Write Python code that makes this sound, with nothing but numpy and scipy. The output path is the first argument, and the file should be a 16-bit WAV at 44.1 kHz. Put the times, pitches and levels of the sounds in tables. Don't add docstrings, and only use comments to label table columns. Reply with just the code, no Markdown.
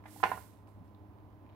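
import sys
import numpy as np
from scipy import signal
from scipy.fft import rfft, irfft
from scipy.io import wavfile

SR = 44100
rng = np.random.default_rng(int(sys.argv[2]) if len(sys.argv) > 2 else 0)


def undo_db(level):
    steps = np.asarray(level, float) / 20
    return 10 ** steps


def dump_mix(stems):
    frames = np.atleast_2d(stems).T
    limited = np.clip(frames, -1, 1)
    pcm = np.round(limited * 32767).astype(np.int16)
    wavfile.write(sys.argv[1], SR, pcm)


N = 68355
HZ = np.maximum(np.fft.rfftfreq(N, 1 / SR), 1)

# added to
# the modes well above 900 Hz, taken from those well below.
KNOCKS = [(0.001, -53, 2580, 0), (0.039, -48.5, 3460, 5), (0.0558, -36, 2120, -4), (0.059, -47.5, 4500, -8),
          (0.08, -46.5, 2560, -1), (0.1612, -36.5, 800, -6.5), (0.198, -44, 1184, -6),
          (0.2015, -36, 1100, 7), (0.2299, -13.5, 2300, 2), (0.2335, -15.5, 660, -12.5),
          (0.2366, -13, 3010, 8.5), (0.2549, -18.5, 1580, -2), (0.265, -31, 990, -13),
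          (0.272, -25, 1310, -0.5), (0.3162, -13, 1100, 6), (0.3205, -24.5, 1060, 7),
          (0.328, -37, 1800, 9.5), (0.333, -29, 1810, 0.5), (0.369, -37, 1020, 5), (0.3755, -31, 970, 10.5),
          (0.386, -45, 1200, 3), (0.398, -44, 1190, 6), (0.679, -42, 1220, -0.5)]


def rms_one(x):
    return x / np.sqrt(np.mean(x ** 2) + 1e-20)


def at_hz(points):
    hz, value = np.transpose(points)[:2]
    return np.interp(np.log(HZ), np.log(hz), value)


def coloured(x, gain):
    return irfft(rfft(x) * gain, N)


def left_right(db):
    return undo_db([[db / 2], [-db / 2]])


def high_pass(x, order, hz):
    return signal.sosfilt(signal.butter(order, hz, "high", fs=SR, output="sos"), x)


def drift(rate_hz):
    r = np.exp(-2 * np.pi * rate_hz * 40 / SR)
    noise = rng.standard_normal(N // 40 + 2002)
    slow = signal.lfilter([1], [1, -2 * r, r * r], noise)[2000:]
    return np.interp(np.arange(N) / 40, np.arange(len(slow)), rms_one(slow))


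def ring(clicks, hz, t60):
    r = undo_db(-60 / (t60 * SR))
    w = 2 * np.pi * hz / SR
    return signal.lfilter([0, np.sin(w)], [1, -2 * r * np.cos(w), r * r], clicks + 1e-18)


def contact(s, db, cut_hz):
    click = np.zeros(N)
    click[min(int(s * SR), N - 1)] = undo_db(db)
    r = np.exp(-2 * np.pi * cut_hz / SR)
    return signal.lfilter([(1 - r) ** 2], [1, -2 * r, r * r], click + 1e-18)


def struck(rows, modes, rise_s, spread_db):
    hits = np.array([contact(s, db, cut_hz) for s, db, cut_hz, _ in rows])
    octaves = np.clip(np.log2(np.array(modes)[:, 0] / 900), -0.2, 0.2) * 5
    lean_db = np.outer([row[3] for row in rows], octaves)
    chance_db = spread_db * rng.standard_normal((len(rows), len(modes)))
    drive = undo_db(lean_db + chance_db).T @ hits
    swell = 1 / (np.log(1000) * rise_s)
    tracks = []
    for x, mode in zip(drive, modes):
        hz, db, t60 = mode[:3]
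        rise = ring(x, hz, 1 / (1 / t60 + swell))
        tracks.append(undo_db(db) * (ring(x, hz, t60) - rise))
    return np.array(tracks)


def room(x):
    t60_s, high_t60_s, wall_cut_hz, build_s = 0.34, 0.24, 1200, 0.0083
    likeness = 0.55
    t = np.arange(SR // 2) / SR
    shared, left, right = rng.standard_normal((3, SR // 2))
    echoes = np.sqrt(likeness) * shared + np.sqrt(1 - likeness) * np.array([left, right])
    low = signal.sosfilt(signal.butter(1, wall_cut_hz, fs=SR, output="sos"), echoes)
    dying = low * undo_db(-60 * t / t60_s) + (echoes - low) * undo_db(-60 * t / high_t60_s)
    dying = dying * np.clip(t / build_s, 0, 1)
    return signal.fftconvolve(x[None], dying / np.sqrt(0.03 * SR), axes=1)[:, :N]


def air(spectrum, db, lead_rad):
    # frequency in Hz, left-right balance in dB.
    air_side = [(60, -5), (130, 7.5), (290, -11), (640, -3), (1410, -11.5), (3100, -1.5), (6820, -4),
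                (15000, 0.5)]
    # frequency in Hz, likeness of the two microphones from 0 to 1.
    likeness = [(60, 1), (180, 0.85), (550, 0.91), (1650, 0), (4970, 0.25), (15000, 0.08)]
    mid, side = rng.standard_normal((2, N))
    alike = np.clip(at_hz(likeness), 0, 0.99)
    pair = []
    for sign in (1, -1):
        gain = undo_db(at_hz(spectrum)) * undo_db(sign * at_hz(air_side) / 2)
        common = coloured(mid, gain * np.sqrt(1 + alike) * np.exp(0.5j * sign * lead_rad))
        pair.append(common + sign * coloured(side, gain * np.sqrt(1 - alike)))
    return undo_db(db) * rms_one(np.array(pair))


def rumble():
    # frequency in Hz, density in dB per Hz.
    rumble_spectrum = [(25, -29.5), (55, -5), (90, 4), (135, -9.5), (290, -7.5), (400, -15), (950, -14.5),
                       (1700, -58.5)]
    return air(rumble_spectrum, db=-57.5, lead_rad=0.78) * undo_db(1 * drift(9.5))


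def high_air():
    # frequency in Hz, density in dB per Hz.
    air_spectrum = [(600, -31), (1100, 0.5), (1400, -6), (2300, -11), (3000, -14.5), (8000, -30),
                    (12000, -22.5), (16000, -18)]
    return air(air_spectrum, db=-72, lead_rad=0)


def hum():
    # frequency in Hz, rms level in dB, wander in dB, left-right balance in dB,
    # lead of the left microphone in radians.
    tones = [(103.2, -57.5, .8, 0, .6), (207, -68.5, 1.5, -3, .3), (276, -73, 1.2, -2, .3),
             (414, -77, 1.5, -4, .3), (620, -79, 1.5, -4, .3), (1017.6, -74, .4, -9, .3)]
    # time in seconds, rms level of the load tone in dB.
    load = [(0.0, -69), (0.112, -57.5), (0.358, -66.5), (0.388, -73), (0.574, -70.5), (0.594, -82),
            (0.682, -64), (0.702, -75), (1.112, -62), (1.164, -82), (1.234, -58.5), (1.32, -77),
            (1.364, -65.5), (1.55, -68.5)]
    load_hz, load_gain_db = 307.5, 3.5
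    t = np.arange(N) / SR
    out = 0
    for hz, db, wander_db, side_db, lead in tones:
        turn = 2 * np.pi * hz * t + 0.2 * wander_db * drift(2)
        level = undo_db(db + 2 + wander_db * drift(1.9))
        out = out + level * left_right(side_db) * np.sin([turn + lead, turn])
    load_level = undo_db(load_gain_db + np.interp(t, *np.transpose(load)))
    load_tone = np.sin(2 * np.pi * load_hz * t + 0.83 * drift(2.7))
    return out + load_level * undo_db([[-1], [1]]) * load_tone


def casing():
    # start in seconds, peak in dB.
    tick_rows = [(.018, -68), (.027, -68), (.483, -68), (.528, -63), (.534, -63), (.54, -64), (.551, -68),
                 (.572, -64), (.589, -68), (.674, -62), (.69, -63), (.777, -69), (.879, -66), (.948, -69),
                 (1.186, -65), (1.202, -66), (1.288, -65), (1.304, -67), (1.33, -66), (1.391, -68),
                 (1.458, -66), (1.465, -62), (1.471, -66), (1.492, -61), (1.498, -60), (1.504, -64),
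                 (1.526, -61), (1.532, -59), (1.538, -63), (1.547, -61)]
    # frequency in Hz, level in dB, t60 in seconds.
    plastic = [(1300, -10, .003), (1900, -7, .003), (2400, -2, .005), (3000, -3, .004), (3700, -3, .004),
               (5200, -7, .003), (6300, -8, .003), (8000, -14, .003)]
    creak_from_s, creak_db = 1.45, 4
    tick_cut_hz, creak_cut_hz = 9000, 3200
    tick_db, right_db, room_db = 3.5, -35, -8
    rows = []
    for s, db in tick_rows:
        if s > creak_from_s:
            rows.append((s, db + creak_db, creak_cut_hz, 0))
        else:
            rows.append((s, db, tick_cut_hz, 0))
    tracks = struck(rows, plastic, rise_s=0.00016, spread_db=7)
    ticks = tracks.sum(axis=0) * undo_db(tick_db)
    return ticks * undo_db([[0], [right_db]]) + undo_db(room_db) * room(ticks)


def thuds():
    # start in seconds, peak in dB, frequency in Hz.
    pushes = [
        (0.159, -50, 260),
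        (0.234, -36, 184),
        (0.264, -46, 291),
        (0.292, -45, 156),
        (0.31, -42, 272),
        (0.329, -43.5, 99.4),
        (0.338, -42.5, 184),
        (0.344, -48.5, 72.3),
        (0.802, -42.5, 175.6),
        (0.806, -49, 251),
    ]
    rise_cycles, t60_cycles = 1.17, 15.3
    low = 0
    for s, db, hz in pushes:
        cycles = np.maximum(np.arange(N) / SR - s, 0) * hz
        swell = 1 - np.exp(-cycles / rise_cycles)
        low = low + undo_db(db + 2 - 60 * cycles / t60_cycles) * swell * np.sin(2 * np.pi * cycles)
    return low * left_right(-3)


def slide():
    # time in seconds, hiss level in dB, top-end lift in dB.
    palm = [
        (0.025, -98, -3),
        (0.082, -71.5, -4),
        (0.12, -66.5, -2),
        (0.185, -64, -1),
        (0.31, -63, 1),
        (0.425, -68, 1),
        (0.49, -75, -2),
        (0.59, -85, -6),
        (0.65, -96, -6),
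    ]
    # start in seconds, decay in seconds, level in dB.
    shifts = [
        (0.668, 0.068, -75.5),
        (0.836, 0.06, -83.5),
    ]
    # frequency in Hz, density in dB per Hz.
    skin = [(900, -20), (1500, -7), (3500, -6.5), (6800, -6.5), (7800, -3.5), (11500, -2), (14000, -1.5),
            (16000, -9.5)]
    # frequency in Hz, left minus right in dB.
    skin_side = [(1500, -5), (3500, -12), (5800, -9), (7200, -36), (8800, -40), (11000, -30), (16000, -40)]
    slide_db, shift_attack_s, top_hz = 5, 0.013, 11700
    grains_per_s, grain_spread_db, flutter_db = 26000, 1.5, -0.05
    t = np.arange(N) / SR
    when, speed_db, top_db = np.transpose(palm)
    level = undo_db(slide_db + np.interp(t, when, speed_db, right=-120))
    for s, decay_s, db in shifts:
        attack = np.clip((t - s) / shift_attack_s, 0, 1)
        level = level + undo_db(db) * attack * np.exp(-np.maximum(t - s, 0) / decay_s)
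    slips = rng.random((2, N)) < grains_per_s / SR
    strength = undo_db(grain_spread_db * rng.exponential(1, (2, N)))
    grains = slips * rng.standard_normal((2, N)) * strength
    hiss = rms_one(coloured(grains, undo_db(at_hz(skin)) * (HZ > 600)))
    hiss[0] = coloured(hiss[0], undo_db(at_hz(skin_side)))
    top = coloured(hiss, 1 / (1 + (top_hz / HZ) ** 10))
    hiss = hiss + (undo_db(np.interp(t, when, top_db)) - 1) * top
    return 2 * hiss * level * undo_db(flutter_db * drift(20))


def slap():
    # frequency in Hz, density in dB per Hz.
    slap_spectrum = [(900, -1), (1800, 6.5), (2800, -3), (4200, -12), (5500, -17.5), (7000, -24),
                     (11000, -26), (16000, -46)]
    # frequency in Hz, left minus right in dB.
    slap_side = [(2000, -2), (4500, -6), (6500, -8), (8000, -34), (16000, -34)]
    slap_db, attack_s, t60_s = -15, 0.00072, 0.045
    clicks = np.zeros(N)
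    for s, db, cut_hz, _ in KNOCKS:
        clicks[int(s * SR)] += undo_db(db) * (cut_hz / 2500) ** 2
    attack = 1 / (attack_s * SR)
    clicks = signal.lfilter([attack], [1, attack - 1], clicks + 1e-18)
    envelope = signal.lfilter([1], [1, -undo_db(-60 / (t60_s * SR))], clicks + 1e-18)
    noise = rms_one(coloured(rng.standard_normal((2, N)), undo_db(at_hz(slap_spectrum))))
    noise[0] = coloured(noise[0], undo_db(at_hz(slap_side)))
    return undo_db(slap_db) * noise * envelope


def book():
    # frequency in Hz, level in dB, t60 in seconds,
    # left-right balance in dB.
    board_modes = [(442, -22.5, 0.05, -2), (505, -16, 0.031, -1), (591, -26, 0.13, 8),
                   (680, -26.5, 0.1, -1), (808.5, 2.5, 0.03, -4), (882, -9.5, 0.065, -1),
                   (1017, 0, 0.035, -10), (1287, -0.5, .011, -17.5), (1419, -12.5, 0.035, -10),
                   (1634, -13.5, 0.028, -22.5), (1729, -13.5, 0.029, -12), (1920, -20, 0.027, -14),
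                   (2105, -20.5, 0.033, -3), (2630, -14.5, 0.018, -5)]
    knock_db, low_hz, room_db = -8.5, 390, -5
    even, even_at_db = 0.45, -9
    wall_lift = 0.768
    tracks = struck(KNOCKS, board_modes, rise_s=0.00066, spread_db=1.45)
    modes = undo_db(knock_db) * high_pass(tracks, 3, low_hz)
    _, mode_db, _, side_db = np.transpose(board_modes)
    air_burst = slap()
    near = np.array([undo_db(side_db / 2) @ modes, undo_db(-side_db / 2) @ modes]) + air_burst
    far = undo_db(even * (even_at_db - mode_db)) @ modes
    far = signal.lfilter([1, -wall_lift], [1 - wall_lift], far) + air_burst[1]
    return near + undo_db(room_db) * room(far) * left_right(-5)


def scene():
    background = rumble() + high_air() + hum()
    return background + casing() + thuds() + slide() + book()


def top_cut(x):
    return signal.sosfilt(signal.butter(12, 15860, fs=SR, output="sos"), x)


def record(dry):
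    mix = coloured(high_pass(dry, 2, 40.3), HZ < 15860)
    return top_cut(mix)


dry = scene()
out = record(dry)
dump_mix(out)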